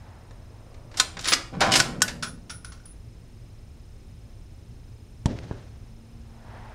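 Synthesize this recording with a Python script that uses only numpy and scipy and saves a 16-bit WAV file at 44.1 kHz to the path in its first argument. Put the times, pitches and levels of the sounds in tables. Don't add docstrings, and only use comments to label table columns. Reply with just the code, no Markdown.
import sys
import numpy as np
from scipy import signal
from scipy.fft import rfft, irfft, next_fast_len
from scipy.io import wavfile
from scipy.ndimage import map_coordinates

SR = 44100
rng = np.random.default_rng(int(sys.argv[2]) if len(sys.argv) > 2 else 0)


def to_wav(s):
    ch = np.atleast_2d(s).T
    pcm = np.round(np.clip(ch, -1, 1) * 32767)
    wavfile.write(sys.argv[1], SR, pcm.astype(np.int16))


N = 297586
TIME = np.arange(N) / SR
RING = TIME[:SR // 2]

# [f/Hz, relative level/dB per Hz]
STEEL_SPECTRUM = [(100, -24), (300, -8), (700, -8.5), (1200, -5), (1700, 2), (2300, 0.5), (3200, -1),
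                  (4800, 3), (7500, -4.5), (10000, -12), (13000, -25), (15500, -37)]
# [t/s, relative level/dB, treble edge f/Hz]
SHOT_ARRIVALS = [(5.258, 0, 7000), (5.3, -17.5, 900), (5.3087, -9.5, 600), (5.511, -10.5, 600)]
# [f/Hz, relative level/dB per Hz]
SPRAY_SPECTRUM = [(300, 10), (700, 9.5), (1100, 4.5), (1600, 5), (2300, 1.5), (4500, -2), (6500, -6),
                  (9000, -21), (15000, -46)]
# [f/Hz, relative level/dB per Hz]
ECHO_SPECTRUM = [(150, 4), (400, 11.5), (900, 1.5), (1200, -2), (1650, 0), (2000, -16), (5000, -23),
                 (14000, -55)]


def undb(db):
    return 10 ** (np.asarray(db) / 20)


def unit(x):
    return x / np.sqrt(np.mean(x ** 2))


def blow(x):
    return x / np.sqrt(np.sum(x ** 2) * 1000 / SR)


def fade(t60):
    return np.exp(-np.log(1000) * RING / max(t60, 1 / SR))


def colour(x, points, tilt_db=0):
    size = 2 * next_fast_len(len(x) // 2 + 2048)
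    octave = np.log2(np.maximum(np.fft.rfftfreq(size, 1 / SR), 10))
    hz, db = np.transpose(points)
    gain_db = np.interp(octave, np.log2(hz), db)
    gain_db = gain_db + tilt_db * np.clip(octave - np.log2(3000), -2, 2)
    cepstrum = irfft(np.log(undb(gain_db)))
    cepstrum[1:size // 2] *= 2
    cepstrum[size // 2 + 1:] = 0
    response = np.exp(rfft(cepstrum))
    return irfft(rfft(x, size) * response)[:len(x)]


def edge(x, hz, kind, order=2):
    sos = signal.butter(order, min(hz, SR / 2 - 1), kind, fs=SR, output="sos")
    return signal.sosfilt(sos, x)


def noise(points):
    return unit(colour(rng.standard_normal(N), points))


def walk(rate):
    knots = rng.standard_normal(2048)
    return unit(np.interp(TIME * rate, np.arange(len(knots)), knots))


def ring(modes, detune):
    chance = rng.standard_normal((len(modes), 2))
    tone = 0
    for (hz, db, t60), (side, shift) in zip(modes, chance):
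        swing = np.sin(2 * np.pi * hz * (1 + detune * shift) * RING)
        tone = tone + np.sign(side) * undb(db) * fade(t60) * swing
    return blow(tone)


def crack(points, t60, tilt_db=0):
    return blow(colour(rng.standard_normal(len(RING)) * fade(t60), points, tilt_db))


def add(track, s, sound):
    start = max(int(s * SR), 0)
    track[start:start + len(sound)] += sound[:N - start]


def slips(rate, spread_db):
    caught = rng.random(N) < rate / SR
    side = rng.choice([-1, 1], N)
    return caught * side * undb(spread_db * np.minimum(rng.exponential(size=N), 3))


def rub(catches, points, modes, ring_db):
    tone = signal.fftconvolve(catches, ring(modes, detune=.0005))[:N]
    return unit(unit(colour(catches, points)) + undb(ring_db) * unit(tone))


def stroke(start, length, attack_s, t60, growth_db=0):
    age = TIME - start
    attack = np.exp(-np.minimum(age / attack_s, 0) ** 2)
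    hold = undb(growth_db * (np.clip(age / length, 0, 1) - .5))
    return attack * hold * np.exp(-np.log(1000) * np.maximum(age - length, 0) / t60)


def action(gain_db=-1, rise_s=0.00096):
    # [t/s, relative level/dB, chatter t60/s, tilt/dB per octave, relative ring level/dB]
    contacts = [ (.308, -38, .058, -15, -6), (.742, -44, .066, -4.5, -6), (.914, -40, 0.066, -4, -3),
                (0.9414, -33.5, .06, -6, -8.5), (0.971, -16, 0.22, 3, -14), (.998, -3, 0.051, 0.8, 3),
                (1.169, -22.5, 0.061, -9.5, -8), (1.191, -23, 0.03, -3.5, -2.5),
                (1.209, -29, .059, 7, -10.5), (1.243, -19, 0.079, -0.5, -3), (1.255, -14.5, 0.17, -2.5, -3),
                (1.273, -12.5, 0.17, -2, -17), (1.284, -11, 0.082, 1.5, 0.5),
                (1.320, -7.5, 0.032, -4, -9.5), (1.325, -5, .05, -2, -10.5), (1.333, -1.5, 0.051, .5, -13),
                (1.606, -11, 0.065, 0, -6), (1.614, -5.5, 0.19, -6, -8.5), (1.7187, -9.5, 0.063, 1.5, -9),
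                (1.738, -6, 0.044, -2, -10.5), (1.754, -2.5, 0.09, -.5, -13), (1.758, -5.5, 0.22, 5.5, -7),
                (1.794, -10, 0.045, -2.5, -7.5), (1.8001, -3.5, 0.036, -1, -3),
                (2.005, -31, .045, -10.5, -5.5), (2.0188, -0.5, 0.0071, 0, -3),
                (2.0236, -9, 0.021, 14, -1.5), (2.079, -16, .11, -3, -9.5)]
    # [f/Hz, relative level/dB, t60/s]
    bolt_modes = [(1042, -14, 0.15), (1285, -10.5, 0.1), (1595, -13, 0.013), (1827, -8, 0.033),
                  (2780, -13, .035), (3690, -1, 0.052), (3990, -3, .045), (4120, -6, 0.043),
                  (4660, 0.5, 0.022), (5650, 1.5, 0.026), (7050, -7.5, 0.064), (9300, -16.5, 0.016)]
    # [f/Hz, relative level/dB, t60/s]
    receiver_modes = [(1223, -3, 0.016), (1480, -4, 0.087), (1498.6, -2.5, 0.055), (1600, -3.5, 0.022),
                      (1710, -3.5, 0.02), (3130, -16, 0.032), (3270, -12, 0.062), (3900, -11.5, .025),
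                      (5470, -3.5, 0.048), (6000, -6, 0.028), (6540, -1, 0.025), (7300, -2.5, 0.033),
                      (7976, -6, 0.026), (8640, -2.5, .025)]
    shut_s = 1.79
    cracks, rings = np.zeros(N), np.zeros(N)
    for s, db, t60, tilt_db, ring_db in contacts:
        bolt_db, receiver_db = (-2, -8.5) if s < shut_s else (-12, 1.5)
        force = undb(db + gain_db) * (1 - np.exp(-RING / rise_s))
        add(cracks, s, force * crack(STEEL_SPECTRUM, t60, tilt_db))
        bolt = undb(bolt_db) * ring(bolt_modes, detune=.005)
        receiver = undb(receiver_db) * ring(receiver_modes, detune=0.0069)
        add(rings, s, force * undb(ring_db) * (bolt + receiver))
    return cracks, rings


def sliding():
    # [start t/s, length/s, scrape mid-stroke level/dB, cartridge grind mid-stroke level/dB, growth/dB]
    bolt_strokes = [(0.938, 0.059, -55.5, -48.5, 15), (1.203, .13, -38, -50.5, 16.5),
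                    (1.542, 0.048, -70, -44.5, -8), (1.619, 0.074, -39, -22.5, -7),
                    (1.731, 0.045, -22, -29, -3)]
    # [start t/s, length/s, level/dB, t60 of the rumble after it/s]
    hand_pushes = [(.96, 0.073, -57.5, 0.55), (1.15, 0.035, -48, 0.39), (1.309, .03, -43.5, 0.21),
                   (1.534, .1, -35.5, .5), (1.676, .12, -32.5, 2.0)]
    # [f/Hz, relative level/dB per Hz]
    grind_spectrum = [(150, -16.5), (400, -12.5), (620, -4.5), (780, 2), (900, -5), (1020, 2.5), (1200, -4),
                      (1480, -1), (1900, -12.5), (2250, -12), (3000, -16), (5000, -22), (9000, -37),
                      (15500, -60)]
    # [f/Hz, relative level/dB per Hz]
    stock_spectrum = [(50, -16.5), (110, -5), (180, 1.5), (260, -5.5), (340, -15.5), (500, -12),
                      (900, -26.5), (2500, -57.5), (10000, -88)]
    # [f/Hz, relative level/dB, t60/s]
    magazine_modes = [(173.5, 0.5, 0.25), (316.5, -3, 0.23), (608, -3, 0.067), (685, -1, .06),
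                      (705.6, -3.5, 0.13), (789, 2.5, 0.19), (1008, -1.5, 0.0587), (1257, 0.5, .1),
                      (1440, -1.5, .05), (1460, -0.5, 0.034), (2246, 4.5, 0.038)]
    # [f/Hz, relative level/dB, t60/s]
    raceway_modes = [(1110, -6, 0.06), (1516, 0, 0.038), (1746, -0.5, 0.035), (2930, 2, 0.082),
                     (3100, 0, 0.099), (3022, -3, .09), (3210, 0.5, 0.16), (3601, 1.5, 0.048),
                     (3750, 0, .03), (4677, 2, 0.017), (5260, -1, .13)]
    attack_s, scrape_t60_s, grind_t60_s, push_attack_s = 0.013, 0.067, 0.51, .015
    scraping, grinding = np.zeros(N), np.zeros(N)
    for s, length, scrape_db, grind_db, growth_db in bolt_strokes:
        scrape = undb(scrape_db) * stroke(s, length, attack_s, scrape_t60_s, growth_db)
        scraping = np.maximum(scraping, scrape)
        grind = undb(grind_db) * stroke(s, length, attack_s, grind_t60_s, growth_db)
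        grinding = np.maximum(grinding, grind)
    pushing = np.zeros(N)
    for s, length, db, t60 in hand_pushes:
        pushing = np.maximum(pushing, undb(db) * stroke(s, length, push_attack_s, t60))
    steel = rub(slips(rate=1700, spread_db=6.0), STEEL_SPECTRUM, raceway_modes, ring_db=-4.5)
    cartridge = rub(slips(rate=1200, spread_db=2.0), grind_spectrum, magazine_modes, ring_db=-5.5)
    stock = unit(colour(slips(rate=900, spread_db=-0.5), stock_spectrum))
    return scraping * steel + grinding * cartridge + pushing * stock


def extraction(attack_s=0.0045, t60=.04):
    # [f/Hz, relative level/dB, t60/s]
    held_modes = [(10000, 5, .02), (10300, -3.5, 0.013), (15200, -8, .012)]
    start_s, length_s, level_db = 1.278, .038, -33
    drag = undb(level_db) * stroke(start_s, length_s, attack_s, t60)
    squeal = signal.fftconvolve(slips(rate=1400, spread_db=3.0), ring(held_modes, detune=0.0025))[:N]
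    return drag * unit(squeal)


def brass(rise_s=0.00075, spin_hz=17, spin_depth=0.76):
    # [t/s, level/dB, relative hollow ring/dB, relative wall ring/dB, share of free t60 (0-1)]
    hits = [(1.613, -28.5, -16, -1, 0.25), (2.225, -18, -12.5, -14.5, 0.45), (2.231, -20, -10, -13, 0.56),
            (2.496, -28, 1, -12, 0), (2.501, -27.5, -5, -4, 0.84), (2.646, -32.5, -4, -2, 0.27),
            (2.72, -35.5, 2.5, -29, 0.3), (2.774, -51, 9, -9, 0.15), (2.8, -55, 7, -12, 0.4),
            (2.855, -44.5, -20, 8, 0.8)]
    # [f/Hz, relative level/dB, free t60/s]
    hollow_modes = [(1381, -1, 0.14), (1410, -2, .08), (1439, 9.5, 0.15), (1507, 2.5, .08),
                    (2310, -10.5, 0.11), (4390, -13.5, .1), (5410, -2.5, 0.14), (5470, -5.5, .16),
                    (5500, -17.5, .16), (5640, -3, .16)]
    # [f/Hz, relative level/dB, free t60/s]
    wall_modes = [(9810, 5.5, 0.22), (9600, -6, .18), (14640, -25, .14), (15310, -20, .18)]
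    # [f/Hz, relative level/dB per Hz]
    floor_spectrum = [(300, -15.5), (900, -2), (1400, 6), (2000, -1.5), (4000, -0.5), (5700, 4), (7500, -9),
                      (10000, -12.5), (13000, -33.5), (15500, -26.5)]
    out = np.zeros(N)
    for s, db, hollow_db, wall_db, free in hits:
        hollow = [(hz, mode_db, t60 * free) for hz, mode_db, t60 in hollow_modes]
        wall = [(hz, mode_db, t60 * free) for hz, mode_db, t60 in wall_modes]
        tumble = 1 + spin_depth * np.sin(2 * np.pi * (spin_hz * RING + rng.random()))
        tone = undb(hollow_db) * ring(hollow, detune=0.0029)
        tone = tone + undb(wall_db) * ring(wall, detune=0.00025)
        hit = crack(floor_spectrum, t60=0.078) + tumble * tone
        add(out, s, undb(db) * hit * (1 - np.exp(-RING / rise_s)))
    return out


def far_shot(peak_db=-5, push_s=0.0019, low_hz=55, crack_db=-19, echo_db=-26):
    # [f/Hz, relative level/dB per Hz]
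    crack_spectrum = [(200, -4), (500, 6), (950, 15), (1200, 0), (1450, -26), (1800, -2.5), (2500, -16),
                      (3250, 3), (3600, -3), (3900, 2), (4500, -8.5), (6500, -4.5), (10000, -14.5),
                      (12500, -40), (14500, -70)]
    # t/s, level/dB
    tick_s, tick_db = (5.388, -32)
    out = np.zeros(N)
    wave = (RING / push_s - 1) * np.exp(-RING / push_s)
    wave = edge(wave, low_hz, "high", order=1)
    wave = colour(wave, [(100, 8.5), (250, 1), (900, -19), (1250, -22), (1800, -11), (3500, -12),
                         (8000, -39), (14000, -62)])
    for s, db, top_hz in SHOT_ARRIVALS:
        add(out, s, undb(peak_db + db) * edge(wave, top_hz, "low"))
    add(out, SHOT_ARRIVALS[0][0], undb(crack_db) * crack(crack_spectrum, t60=0.031))
    add(out, tick_s, undb(tick_db) * crack(SPRAY_SPECTRUM, t60=0.015, tilt_db=1))
    add(out, SHOT_ARRIVALS[-1][0], undb(echo_db) * crack(ECHO_SPECTRUM, t60=.05))
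    return out


def scatter(tail_db=-29, tail_t60=0.58, roll_db=-42, roll_t60=1.6, spray_db=-44, spray_t60=1.5,
            patchy_db=2, echo_tail_db=-44, echo_tail_t60=0.5):
    # [f/Hz, relative level/dB per Hz]
    tail_spectrum = [(30, -4), (110, 2.5), (250, -5.5), (600, -13), (900, -24.5), (2000, -58), (6000, -52),
                     (15000, -77)]
    age = TIME - SHOT_ARRIVALS[0][0]
    sinking_db = -60 * np.maximum(age, 0)
    tumble_gain = undb(tail_db + sinking_db / tail_t60)
    roll_gain = undb(roll_db + sinking_db / roll_t60)
    low = (tumble_gain + roll_gain) * noise(tail_spectrum)
    spray_gain = undb(spray_db + sinking_db / spray_t60 + patchy_db * walk(70))
    spray = spray_gain * noise(SPRAY_SPECTRUM)
    echo_age = TIME - SHOT_ARRIVALS[-1][0]
    echo_gain = undb(echo_tail_db - 60 * np.maximum(echo_age, 0) / echo_tail_t60)
    echo_tail = echo_gain * noise(ECHO_SPECTRUM)
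    return (age > 0) * (low + spray) + (echo_age > 0) * echo_tail


def hills(flicker_db=0.5, sag_octaves_per_s=.25):
    # [peak t/s, level/dB, centre f/Hz, rise/s, t60/s]
    returns = [(.1, -54, 930, 0.11, 1.7), (.75, -55.5, 620, 0.4, 6.8), (6.58, -47.5, 937, 0.13, 7.8)]
    # [f as a multiple of the centre, relative level/dB per Hz]
    band = [(.15, -9.5), (.4, -3.5), (.7, 1.5), (.95, 3.5), (1.3, -4), (1.9, -4.5), (2.4, -11.5),
            (3.2, -16), (6, -26.5), (14, -50)]
    out = np.zeros(N)
    for s, db, centre_hz, rise_s, t60 in returns:
        before, after = np.maximum(s - TIME, 0), np.maximum(TIME - s, 0)
        swell = np.exp(-np.log(1000) * after / t60) / (1 + (before / rise_s) ** 2)
        roll = noise([(k * centre_hz, d) for k, d in band])
        position = np.cumsum(2 ** (-sag_octaves_per_s * after))
        out += undb(db) * swell * map_coordinates(roll, [position], order=3, mode="wrap")
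    return out * undb(flicker_db * walk(25))


def shelter(low_t60, mid_t60, high_t60, build_s):
    # [f/Hz, relative level/dB]
    roof_spectrum = [(80, -6.5), (250, 4), (700, 2), (1500, 0), (3000, -1.5), (6000, -2), (10000, 3),
                     (15000, 4)]
    echoes = rng.standard_normal(len(RING))
    low = edge(echoes, 600, "low", order=1)
    high = edge(echoes, 6000, "high", order=1)
    tail = low * fade(low_t60) + (echoes - low - high) * fade(mid_t60) + high * fade(high_t60)
    tail = colour(tail * (1 - np.exp(-RING / build_s)), roof_spectrum)
    return tail / np.sqrt(np.sum(tail ** 2))


def background(air_db=-44.12, gust_db=0.44, engine_hz=113.4, waver_db=2):
    # [f/Hz, relative level/dB per Hz]
    air_spectrum = [(12, -29.5), (20, 2), (119, -0.5), (140, -13), (171, -9.5), (191, -20.5), (232, -14.5),
                    (252, -16.5), (491, -23.5), (958, -32), (1600, -36.5), (2500, -35.5), (3400, -39),
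                    (4000, -37), (4680, -41.5), (6200, -39), (7900, -45.5), (8880, -45), (15500, -54)]
    # [multiple, steady level/dB, swell/dB, swell t/s, swell width/s]
    partials = [(1, -57.5, 8.5, 5.4, 0.46), (2, -66, 12.5, 6.27, 0.9)]
    air = noise(air_spectrum) * undb(air_db)
    rumble = edge(air, 300, "low", order=1)
    out = air + rumble * (undb(gust_db * walk(4.9)) - 1)
    phase = 2 * np.pi * np.cumsum(engine_hz * (1 + 0.00735 * walk(3.7))) / SR
    for multiple, db, swell_db, s, width_s in partials:
        swell = np.exp(-((TIME - s) / width_s) ** 2)
        level_db = db + swell_db * swell + waver_db * walk(2)
        out = out + undb(level_db) * np.sqrt(2) * np.sin(round(multiple) * phase)
    return out


def whine(whine_hz=5230, whine_db=-68, hiss_db=-73):
    pulse_hz, pulse_peak_s, waver, droop_hz = 23.98, .0048, .01, 450
    pulse = .5 + .5 * np.cos(2 * np.pi * pulse_hz * (TIME - pulse_peak_s))
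    hz = whine_hz * (1 + waver * walk(60)) - droop_hz * (1 - pulse)
    tone = np.sqrt(2) * np.sin(2 * np.pi * np.cumsum(hz) / SR)
    chirps = undb(whine_db) * pulse ** 2 * tone
    hiss = noise([(7500, -40), (8600, 1.5), (9200, 3.5), (10200, -41.0)])
    return chirps + undb(hiss_db) * (1 - pulse) * hiss


def scene(rifle_room_db=-9, ring_room_db=-20, case_room_db=-1, shot_room_db=-20):
    cracks, rings = action()
    rifle, case, shot = cracks + sliding(), brass(), far_shot()
    near = shelter(low_t60=0.48, mid_t60=0.32, high_t60=0.14, build_s=.005)
    behind = shelter(low_t60=0.4, mid_t60=0.23, high_t60=0.25, build_s=.004)
    sent = undb(rifle_room_db) * rifle + undb(ring_room_db) * rings + undb(shot_room_db) * shot
    room = signal.fftconvolve(sent, near)[:N]
    room += signal.fftconvolve(undb(case_room_db) * case, behind)[:N]
    bench = rifle + rings + extraction() + case
    distance = shot + scatter() + hills() + background()
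    return (bench + room + distance + whine())[None]


def record(dry):
    top_cut = signal.ellip(10, .2, 80, 15700, fs=SR, output="sos")
    return signal.sosfilt(top_cut, np.tanh(dry))


dry = scene()
out = record(dry)
to_wav(out)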